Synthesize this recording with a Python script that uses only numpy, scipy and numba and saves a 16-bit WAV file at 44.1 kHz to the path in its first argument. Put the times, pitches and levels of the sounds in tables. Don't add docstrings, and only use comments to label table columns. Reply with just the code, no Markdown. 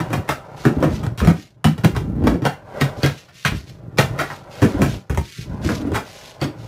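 import sys
import numpy as np
from scipy import signal
from scipy.fft import rfft, irfft
from scipy.io import wavfile
from numba import njit

SR = 44100
rng = np.random.default_rng(int(sys.argv[2]) if len(sys.argv) > 2 else 0)


def generate_wav(signal):
    frames = np.transpose(np.atleast_2d(signal))
    scaled = np.clip(frames, -1, 1) * 32767
    pcm = np.round(scaled).astype(np.int16)
    wavfile.write(sys.argv[1], SR, pcm)


N = 294147
TIME = np.arange(N) / SR
AGE = TIME[:SR // 2]

# t/s, distance/m
MIC_DISTANCE = [(0, 3.6), (1.1, 2.6), (1.9, 3.6), (3.45, 8), (5.0, 0.44), (5.6, 0.64), (6.67, 8.1)]
# t/s, level/dB
ROLLING_LEVEL = [(0, -31), (0.4, -42), (0.85, -32.5), (1.55, -64.5), (1.85, -45.5), (2.35, -42.5),
                 (2.62, -47), (2.79, -28), (3.05, -39), (3.33, -62.5), (3.92, -48.5), (4.18, -33),
                 (4.4, -44), (4.8, -30), (5.33, -79), (5.52, -39), (5.85, -36.5), (6.13, -46),
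                 (6.67, -43.5)]
# t at lip/s, t at top/s, rumble level/dB
FAR_RAMP_RUNS = [(0.2, 0, -21), (2.991, 3, -13), (4.16, 3.5, -27.5), (6.56, 18.5, -37)]
# t at lip/s, t at top/s, drumming level/dB, rumble level/dB
NEAR_RAMP_RUNS = [(0.77, 1.15, -24.5, -27.5), (2.35, 1.93, -19, -24.5), (4.75, 4.97, -21.5, -27.5),
                  (5.92, 5.39, -26.5, -32)]
# f/Hz, level/dB
RUMBLE_SPECTRUM = [(20, -33), (50, -5), (75, -7.5), (110, 4), (150, 3), (220, -12), (305, -10), (430, -15),
                   (600, -33), (2000, -59.5)]
# f/Hz, level/dB
ROAR_SPECTRUM = [(100, -5.5), (300, 0), (620, 3.5), (1000, -1.5), (1600, -10), (2400, -20), (4000, -31),
                 (15000, -43)]
# f/Hz, level/dB
HISS_SPECTRUM = [(500, -54.5), (1200, -11), (2000, -2.5), (4200, -4), (6300, -8), (8500, -16.5),
                 (12000, -18), (16000, -27.5)]
# t/s, length/s, level/dB
HISS_SWELLS = [(0.558, 0.085, -43), (0.885, 0.072, -40.5), (1.32, 0.11, -45.5), (2.95, 0.26, -47),
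               (3.322, 0.14, -45), (3.529, 0.042, -37), (3.661, 0.032, -45), (4.203, 0.16, -46),
               (4.493, 0.23, -45), (4.839, 0.1, -38.5), (5.205, 0.22, -42.5), (5.612, 0.15, -36),
               (6.028, 0.28, -44.5), (6.562, 0.11, -51)]
# f/Hz, level/dB
KNOCK_SPECTRUM = [(35, -3.5), (70, 8), (150, 9.5), (300, 9.5), (550, 3), (900, -3.5), (1600, -3.5),
                  (2600, -2.5), (4000, -6.5), (6300, -13), (8500, -16), (15000, -21)]
# f/Hz, level/dB, t60/s
DECK_MODES = [(240, -2.5, 0.23), (286.3, -9, 0.1), (310, 5, 0.14), (397, 3, 0.057), (649.4, -0.5, 0.14),
              (715, 2, 0.14), (968.6, -1.5, 0.068), (1077, 4.5, 0.072), (1282, -1, 0.14),
              (1570, -32.5, 0.058), (1880, 2, 0.086), (1940, -31.5, 0.088), (2365, -6.5, 0.24),
              (2800, -5.5, 0.27), (3270, 1.5, 0.18), (3830, -1, 0.18), (4900, -38.5, 0.069),
              (5660, -6, 0.088)]
# t/s, level/dB, weight/dB, thud f/Hz
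WHEEL_BUMPS = [(0.002, -28.5, 7, 163), (0.103, -37.5, 11.5, 130), (0.804, -40, 16, 161),
               (0.843, -31, 12.5, 147), (1.301, -41, 7.5, 165.8), (2.239, -37, 20.5, 252),
               (2.3, -39, 11.5, 232), (2.342, -41, 22, 169), (2.42, -38, 17, 133),
               (4.634, -33.5, 12, 113.5), (4.79, -41.5, 22, 204), (4.94, -47, 15.5, 190),
               (5.646, -39.5, 20, 77), (5.869, -45, 19, 272), (5.918, -37.5, 16.5, 97)]
# t/s, level/dB, weight/dB, hardness/dB, thud f/Hz, struck spot f/Hz, direct crack/dB
AXLE_CLACKS = [(0.13, -24.5, 2.5, -6.5, 148.7, 880, -2.5), (0.29, -20.5, -5, -7.5, 140, 587, -1.5),
               (0.652, -21.5, 9.5, -12, 132.6, 970, -2.5), (0.826, -23, 6.5, -13.5, 159.5, 1180, -2.5),
               (2.27, -21, 4, -9.5, 226, 650, -0.5), (2.452, -18.5, -1.5, -9, 143.5, 954, -3),
               (2.812, -23.5, 9, -1, 138, 1530, 0), (3.032, -25.5, 12.5, 0.5, 137.3, 1650, -6),
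               (3.985, -16, 3, -2.5, 135, 633, -2.5), (4.189, -20.5, -8.5, -8.5, 142, 1900, -10),
               (4.619, -23.5, 12.5, -7.5, 107, 700, -10), (4.818, -23.5, 9.5, -6, 139, 890, -3),
               (5.69, -26.5, 4, -14, 201, 950, -1.5), (5.945, -23, -3, -6.5, 98, 1400, -11.5),
               (6.414, -30, 10.5, -1.5, 139, 4650, -11)]
# t/s, f/Hz, level/dB, t60/s
TRUCK_PINGS = [(0.293, 1336, -31, 0.26), (1.646, 2974, -29, 0.076), (2.81, 4250, -33, 0.032),
               (3.032, 4650, -25.5, 0.016), (3.449, 1614, -18.5, 0.02), (5.945, 1420, -30, 0.24),
               (6.414, 4620, -33, 0.025)]
# t/s, level/dB, weight/dB, hardness/dB, thud f/Hz, struck spot f/Hz,
# direct crack/dB
TURN_SLAPS = [(1.031, -35.5, 12, -8, 139, 770, -8), (1.065, -36, 10.5, -9, 116, 950, 11),
              (1.176, -39, 11, 3.5, 117, 1450, -10), (1.202, -28.5, -5, -10, 88, 1360, 3),
              (1.215, -31.5, 17.5, -13.5, 79, 1410, -6), (1.248, -32.5, 17, -4.5, 68.5, 780, 1),
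              (1.273, -23.5, 17, -8.5, 166, 765, -2), (1.6429, -20.5, 11, -5.5, 155.5, 3020, -0.5),
              (1.779, -41, 14.5, -3.5, 105, 690, -2.5), (1.836, -26, 18.5, -7.5, 167.2, 800, -13.5),
              (1.846, -26, 14, -0.5, 171, 805, 7), (1.949, -32.5, -1, -12, 111, 1020, -6),
              (1.964, -32, 14.5, -4, 113, 930, 1), (3.061, -30, 8, 1, 140, 1640, 4),
              (3.281, -51.5, -2, -2.5, 130, 1400, -13), (3.4503, -21, 1.5, 0, 150.7, 2840, -5),
              (3.518, -36.5, 14.5, -12, 73, 2640, 0), (3.697, -60.5, 22, 4, 132, 2390, 12),
              (4.302, -30.5, -6, -13.5, 145, 790, -4), (5.097, -34, 15.5, -7.5, 88, 2430, -3.5),
              (5.147, -40.5, -8, -5, 75, 900, 1), (5.174, -27.5, 11, -8.5, 74, 920, 2.5)]

ROOM_T60_S, LATE_T60_S, LATE_DB = 0.24, 0.31, -47.5
ROOM_RUMBLE_DB = -54.5
FLOOR_RUMBLE_DB, BEARING_DB = -6.5, -22.5
THUD_LOW_HZ, THUD_HIGH_HZ = 60.3, 161.4
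BOOM_T60_S, BOOM_CYCLES = 0.18, 23
HOLLOW_HZ, HOLLOW_DB = 302.8, -5.5
BODY_PER_HARDNESS = 0.41
CLICK_DB, CLICK_LOSS_DB_PER_M = -2.5, 1
GRAZE_LEAD_S, GRAZE_DB = 0.012, -14.5
LIP_HZ, RAMP_TOP_HZ = 284, 139


def undb(db):
    return 10 ** (np.asarray(db) / 20)


def unit(x, size=N):
    return x / np.sqrt(np.mean(x[:size] ** 2))


def fade(t60):
    return np.exp(-np.log(1000) * AGE / t60)


def add(out, s, sound):
    start = max(int(s * SR), 0)
    out[start:start + len(sound)] += sound[:N - start]


def band(x, lo_hz, hi_hz):
    return signal.sosfilt(signal.butter(3, [lo_hz, hi_hz], "band", fs=SR, output="sos"), x)


def colour(x, spectrum):
    size = 4096
    hz, db = np.transpose(spectrum)
    bin_db = np.interp(np.log(np.fft.rfftfreq(size, 1 / SR) + 1), np.log(hz), db)
    cepstrum = irfft(np.log(undb(bin_db)))
    cepstrum[1:size // 2] *= 2
    cepstrum[size // 2 + 1:] = 0
    return signal.fftconvolve(x, irfft(np.exp(rfft(cepstrum))))[:len(x)]


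@njit
def resonate(x, hz, damping):
    out, band_state, low_state = np.empty(len(x)), 0., 0.
    for i in range(len(x)):
        g = np.tan(np.pi * hz[i] / SR)
        passed = (band_state + g * (x[i] - low_state)) / (1 + g * (g + damping))
        band_state = 2 * passed - band_state
        low_state += 2 * g * passed
        out[i] = damping * passed
    return out


def walk(rate):
    return np.interp(TIME * rate, np.arange(N), rng.standard_normal(N))


def grains(rate, spread_db):
    sizes = undb(spread_db * np.minimum(rng.exponential(size=N), 4))
    return (rng.random(N) < rate / SR) * sizes * rng.standard_normal(N)


def near_echoes(x, gain, count):
    out = x.copy()
    for lag, sign in zip(rng.integers(20, 260, count), rng.choice([-1, 1], count)):
        out[lag:] += gain * sign * x[:-lag]
    return out


def moving_echoes(x, gain, count):
    paths = (TIME - rng.uniform(.001, .006) - .00015 * walk(6.8) for _ in range(count))
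    return x + gain * sum(x[np.clip((path * SR).astype(int), 0, N - 1)] for path in paths)


def climb(lip_s, top_s):
    return np.clip((TIME - lip_s) / (top_s - lip_s), 0, 1)


def run_gain(lip_s, top_s, db, climb_db, edge_s=0.007):
    outside_s = np.abs(TIME - np.clip(TIME, min(lip_s, top_s), max(lip_s, top_s)))
    return undb(db + climb_db * climb(lip_s, top_s)) * np.exp(-outside_s / edge_s)


def rolling_db():
    return np.interp(TIME, *np.transpose(ROLLING_LEVEL))


def rolling_wheels():
    rumble = unit(colour(grains(rate=790, spread_db=3.5), RUMBLE_SPECTRUM))
    grit = moving_echoes(grains(rate=3900, spread_db=0.5), gain=0.38, count=3)
    roar = unit(colour(grit, ROAR_SPECTRUM)) * undb(rolling_db() + 0.13 * walk(32))
    near = sum(run_gain(lip_s, top_s, db, climb_db=-2.5) for lip_s, top_s, _, db in NEAR_RAMP_RUNS)
    far = sum(run_gain(lip_s, top_s, db, climb_db=-24) for lip_s, top_s, db in FAR_RAMP_RUNS)
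    floor = undb(rolling_db() + FLOOR_RUMBLE_DB)
    return rumble * (near + far + floor + undb(ROOM_RUMBLE_DB)) + roar


def bearing_hiss(attack_s=0.049, release_t60_s=0.25):
    ticks = moving_echoes(grains(rate=14000, spread_db=5.0), gain=0.35, count=4)
    gain = undb(rolling_db() + BEARING_DB)
    for s, length_s, db in HISS_SWELLS:
        attack = np.clip((TIME - s) / attack_s, 0, 1)
        release = np.exp(-np.log(1000) * np.maximum(TIME - s - length_s, 0) / release_t60_s)
        gain += undb(db) * attack * release
    flicker = undb(0.86 * walk(22))
    return unit(colour(ticks, HISS_SPECTRUM)) * gain * flicker


def deck_ring(scatter_db=4.0, detune=0.0095):
    ring = np.zeros(len(AGE))
    for hz, db, t60 in DECK_MODES:
        strength, pitch, polarity = rng.standard_normal(3)
        mode = np.sign(polarity) * np.sin(2 * np.pi * hz * (1 + detune * pitch) * AGE)
        ring += undb(db + scatter_db * strength) * mode * fade(t60)
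    return ring


def clatter(tone_hz, crack_db, ring_db=-9.5, rattle_db=-6):
    rise_s = 0.0027 * undb(-.6 * min(crack_db, 0))
    swell = 1 - np.exp(-AGE / rise_s)
    room_decay = fade(ROOM_T60_S) + undb(LATE_DB) * fade(LATE_T60_S)
    reflections = unit(rng.standard_normal(len(AGE)) * swell * room_decay)
    crack = unit(signal.unit_impulse(len(AGE), 30) + 0.45 * rng.standard_normal(len(AGE)) * fade(0.011))
    rattle = sum(np.roll(crack, lag) * fade(ROOM_T60_S)[lag] for lag in rng.integers(150, 1900, 3))
    ring = unit(deck_ring() * swell)
    blow = near_echoes(reflections + undb(crack_db) * crack + undb(rattle_db) * rattle, gain=0.33, count=4)
    hit = unit(colour(blow, KNOCK_SPECTRUM)) + undb(ring_db) * ring
    struck_spot = resonate(hit, np.full(len(AGE), float(tone_hz)), damping=0.072)
    return hit + struck_spot


def boom(hz, rise_s=0.0096):
    t60 = min(BOOM_T60_S, BOOM_CYCLES / hz * (hz / 140) ** 1.7)
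    swell = (1 - np.exp(-AGE / rise_s)) ** 1.36
    return unit(np.sin(2 * np.pi * hz * AGE) * swell * fade(t60))


def knock(s, db, weight_db, hardness_db, thud_hz, tone_hz, crack_db, body_db, boom_db):
    hit = clatter(tone_hz, crack_db)
    diffuse_thud = band(hit, max(0.55 * thud_hz, THUD_LOW_HZ), max(1.255 * thud_hz, THUD_HIGH_HZ))
    thud = undb(2.5) * unit(diffuse_thud) + undb(boom_db) * boom(thud_hz)
    body = band(hit, 159.4, 523)
    body += undb(HOLLOW_DB) * resonate(body, np.full(len(AGE), HOLLOW_HZ), damping=0.13)
    clack, bite, click = band(hit, 723, 1740), band(hit, 2000, 5500), band(hit, 5500, 19000)
    distance_m = np.interp(s, *np.transpose(MIC_DISTANCE))
    parts = [(thud, weight_db),
             (body, weight_db + body_db - BODY_PER_HARDNESS * hardness_db),
             (clack, 0),
             (bite, hardness_db),
             (click, CLICK_DB + hardness_db - CLICK_LOSS_DB_PER_M * distance_m)]
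    return sum(undb(db + part_db) * unit(x, size=1400) for x, part_db in parts)


def wheel_bumps():
    out = np.zeros(N)
    for s, db, weight_db, thud_hz in WHEEL_BUMPS:
        add(out, s, knock(s, db, weight_db, hardness_db=-9, thud_hz=thud_hz, tone_hz=970,
                          crack_db=-2, body_db=-6, boom_db=2))
    return out


def axle_clacks():
    out = np.zeros(N)
    for s, db, weight_db, hardness_db, thud_hz, tone_hz, crack_db in AXLE_CLACKS:
        lip = dict(hardness_db=hardness_db, thud_hz=thud_hz, tone_hz=tone_hz, body_db=-4, boom_db=8.5)
        add(out, s, knock(s, db, weight_db, crack_db=crack_db, **lip))
        add(out, s - GRAZE_LEAD_S, knock(s, db + GRAZE_DB, weight_db=0.5, crack_db=-12.5, **lip))
    return out


def truck_pings():
    out = np.zeros(N)
    for s, hz, db, t60 in TRUCK_PINGS:
        detune, phase = rng.uniform(-1, 1, (2, 4, 1))
        cluster = np.sin(2 * np.pi * hz * (1 + 0.048 * detune) * AGE + np.pi * phase).sum(axis=0)
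        add(out, s, undb(db) * unit(cluster * fade(t60), size=600))
    return out


def ramp_drumming():
    out = np.zeros(N)
    for lip_s, top_s, db, _ in NEAR_RAMP_RUNS:
        centre_hz = LIP_HZ + (RAMP_TOP_HZ - LIP_HZ) * climb(lip_s, top_s)
        bumps = grains(rate=500, spread_db=1.0)
        hollow = unit(resonate(resonate(bumps, centre_hz, damping=0.31), centre_hz, damping=1.0))
        shell = undb(-3.5) * unit(band(bumps, 52, 88))
        swell = undb(-1.8 * walk(14))
        out += run_gain(lip_s, top_s, db, climb_db=-7.5) * unit(hollow + shell) * swell
    return out


def turn_slaps():
    out = np.zeros(N)
    for s, *blow in TURN_SLAPS:
        add(out, s, knock(s, *blow, body_db=-12, boom_db=1))
    return out


def scene():
    knocks = axle_clacks() + turn_slaps() + wheel_bumps()
    return (knocks + truck_pings() + rolling_wheels() + bearing_hiss() + ramp_drumming())[None]


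def record(dry):
    bass_cut = signal.butter(2, 28, "high", fs=SR, output="sos")
    top_cut = signal.ellip(10, .2, 80, 15500, fs=SR, output="sos")
    mic = signal.sosfilt(bass_cut, dry)
    rounded = mic / (1 + mic ** 6) ** (1 / 6)
    return signal.sosfilt(top_cut, rounded)


dry = scene()
out = record(dry)
generate_wav(out)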